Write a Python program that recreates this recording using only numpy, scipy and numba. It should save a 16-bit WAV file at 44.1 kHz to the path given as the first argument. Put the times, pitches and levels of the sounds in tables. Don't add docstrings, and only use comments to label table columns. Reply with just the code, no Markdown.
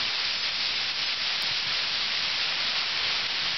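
import sys
import numpy as np
from scipy import signal
from scipy.fft import rfft, irfft
from scipy.io import wavfile
from scipy.ndimage import uniform_filter1d
from numba import njit

SR = 44100
rng = np.random.default_rng(int(sys.argv[2]) if len(sys.argv) > 2 else 0)


def materialize(psi):
    bounded = np.clip(np.atleast_2d(psi).T, -1, 1)
    quanta = np.round(bounded * 32767).astype(np.int16)
    wavfile.write(sys.argv[1], SR, quanta)


def amplitude_ratio(level_db):
    exponent = np.asarray(level_db, float) / 20
    return 10 ** exponent


N = 157437


def read(table, hz):
    table = np.array(table)
    return np.interp(np.log(hz), np.log(table[:, 0]), table[:, 1])


def unit(x):
    return x / np.sqrt(np.mean(x ** 2))


def walk(rate):
    hold = int(SR / rate)
    steps = np.repeat(rng.standard_normal(N // hold + 1), hold)
    slewed = uniform_filter1d(uniform_filter1d(steps, hold), hold)[:N]
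    return unit(slewed - uniform_filter1d(slewed, size=SR // 3))


def band(x, lo_hz, hi_hz):
    hz = np.arange(N // 2 + 1) * SR / N
    inside_hz = np.minimum(hz - lo_hz, hi_hz - hz)
    return irfft(rfft(x) * np.clip(inside_hz / 40 + 1, 0, 1), N)


@njit
def rings(length, start, hz, cycles, size):
    out = np.zeros(length)
    for k in range(len(start)):
        turn = np.exp((2j * np.pi - np.log(1000) / cycles[k]) * hz[k] / SR)
        z = size[k] + 0j
        for i in range(start[k], min(length, start[k] + int(cycles[k] * SR / hz[k]))):
            out[i] += z.imag
            z *= turn
    return out


def struck(hits):
    s, db, hz, cycles = np.array(hits, float).T
    return -rings(N, (s * SR).astype(np.int64), hz, cycles, amplitude_ratio(db))


def stream(tilt_db):
    # [f/Hz, level/dB]
    stone_levels = [(330, -22.5), (500, -17.5), (1000, -14), (1600, -11), (2300, -2.5), (3500, -0.75),
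                    (4800, 2.15), (6200, -4.5)]
    knocks_per_s, knock_cycles, knock_spread_db = 65000, 12, 1.5
    surges_per_s, surge_db = 36, .4
    patches_per_s, patch_db = 26, .65
    where, pitch, loudness, damping, sign = rng.random((int(knocks_per_s * N / SR), 5)).T
    at = (where * N).astype(np.int64)
    hz = 300 * 22 ** pitch
    patches = np.array([walk(patches_per_s) for _ in range(9)])
    group = (pitch * len(patches)).astype(int)
    db = read(stone_levels, hz) - knock_spread_db * np.log(loudness + 1e-9) + 10 * np.log10(hz)
    db = db + surge_db * walk(surges_per_s)[at] + patch_db * patches[group, at]
    db = db - tilt_db[at] * np.log2(hz / 3000)
    knocks = rings(N, at, hz, knock_cycles * (.5 + damping), amplitude_ratio(db) * np.sign(sign - .5))
    knocks = signal.lfilter(*signal.butter(1, 915, "high", fs=SR), knocks)
    return unit(signal.sosfilt(signal.butter(4, 338, "high", fs=SR, output="sos"), knocks))


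def clacks():
    # [t/s, peak level/dB, f/Hz, ring/cycles]
    near_stones = [
        (.65, -22, 3500, 12),
        (.713, -21, 4300, 14),
        (.857, -20, 3500, 9),
        (1.34, -22, 4000, 12),
        (1.815, -23, 3200, 14),
        (1.835, -20, 4500, 9),
        (2.58, -22, 3500, 12),
        (3.155, -21, 2500, 12),
        (3.465, -18, 2600, 10),
    ]
    return struck(near_stones)


def thuds():
    # [t/s, peak level/dB, f/Hz, ring/cycles]
    cobbles = [(.69, -48, 220, 6), (1.512, -35.5, 130, 7), (1.6, -46, 60, 4), (1.668, -43, 130, 22),
               (1.712, -44, 170, 12), (1.912, -41.5, 145, 14), (2.196, -47, 200, 6), (3.088, -43, 170, 12),
               (3.222, -46, 50, 5), (3.453, -43, 75, 5), (3.538, -44, 130, 12)]
    return struck(cobbles)


def rumble():
    # [f/Hz, level/dB]
    ground = [(20, -15), (40, -5), (60, -4), (130, -0.9), (200, -1), (300, -4.5), (450, -14), (900, -26.5)]
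    flicker_db, flickers_per_s = 1.3, 14
    hz = np.maximum(np.arange(N // 2 + 1) * SR / N, 1)
    spectrum = rfft(rng.standard_normal(N)) * amplitude_ratio(read(ground, hz)) * (hz < 3000)
    return unit(irfft(spectrum, N)) * amplitude_ratio(flicker_db * walk(flickers_per_s))


def scene():
    # [t/s, level/dB, share of larger stones/dB per octave, ground rumble/dB]
    course = np.array([(0, -26.5, -1.1, 2.5), (.2, -27.5, -0.2, -4), (.4, -27.5, -3.8, -1),
                       (.6, -27.5, -2, 0), (.8, -27.5, -1.5, 0), (1.021, -27, -6.5, 0),
                       (1.2, -27, -5, -2.5), (1.311, -26.5, -1.1, -4), (1.471, -27, -2.7, 1.2),
                       (1.62, -28, -7.6, -3), (1.749, -27, -6, 0), (1.95, -27.5, -1.7, 0),
                       (2.201, -27, -1, -0.5), (2.5, -27, -0.1, 0.3), (2.78, -26.5, 0.1, -0.5),
                       (3.1, -26, -0.15, 0.5), (3.35, -27, 0.1, 1), (3.57, -27.3, -1.5, -0.5)]).T
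    t = np.arange(N) / SR
    level_db, tilt_db, ground_db = (np.interp(t, course[0], column) for column in course[1:])
    stones = stream(np.clip(tilt_db, -2, 3)) * amplitude_ratio(level_db) + clacks()
    mono = stones + thuds() + rumble() * amplitude_ratio(-52 + np.clip(ground_db, -7, 3))
    return np.array([mono, mono])


def gain_control(x):
    # [t/s, depth/dB]
    dips = [
        (0.369, 2.2),
        (.5, 3),
        (.74, 2),
        (.92, 6),
        (1.041, 2.5),
        (1.144, 6.5),
        (1.38, 2),
        (2.588, 1),
        (2.841, 3),
        (3.267, 5.5),
    ]
    attack_s, release_s = .005, .04
    t = np.arange(N) / SR
    duck_db = np.zeros(N)
    for s, depth_db in dips:
        onset = np.clip((t - s) / attack_s, 0, 1)
        duck_db += depth_db * onset * np.exp(-np.maximum(t - s, 0) / release_s)
    return x * amplitude_ratio(-duck_db)


def wide_hiss():
    # [t/s, low f/Hz, high f/Hz, level/dB]
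    bursts = [
        (.39, 5150, 6160, -42),
        (0.436, 4500, 5700, -37),
        (0.763, 4520, 5400, -38),
        (.832, 4400, 5600, -56),
        (1.065, 4130, 5750, -34.5),
        (3.432, 4000, 5230, -46),
    ]
    half_width_s = 0.027
    t = np.arange(N) / SR
    hiss = rng.standard_normal(N)
    fill = np.zeros(N)
    for s, lo_hz, hi_hz, db in bursts:
        swell = np.cos(np.clip((t - s) / half_width_s, -1, 1) * np.pi / 2) ** 2
        fill += amplitude_ratio(db) * unit(band(hiss, lo_hz, hi_hz)) * swell
    return fill * np.array([[1], [-1]])


def band_limit(x):
    return signal.sosfilt(signal.butter(12, 15800, fs=SR, output="sos"), x)


def record(dry):
    tick = [-.25, 1.1, 1.1, -.25]
    tick_s, tick_db = 1.42329, -19.5
    edge = signal.cheby2(10, 48, 6430, fs=SR, output="sos")
    x = band(signal.sosfilt(edge, gain_control(dry)), 0, 6290)
    x = x + wide_hiss() - .0033
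    at = int(tick_s * SR)
    x[:, at - 2:at + 2] -= amplitude_ratio(tick_db) * np.array(tick)
    return band_limit(x)


dry = scene()
out = record(dry)
materialize(out)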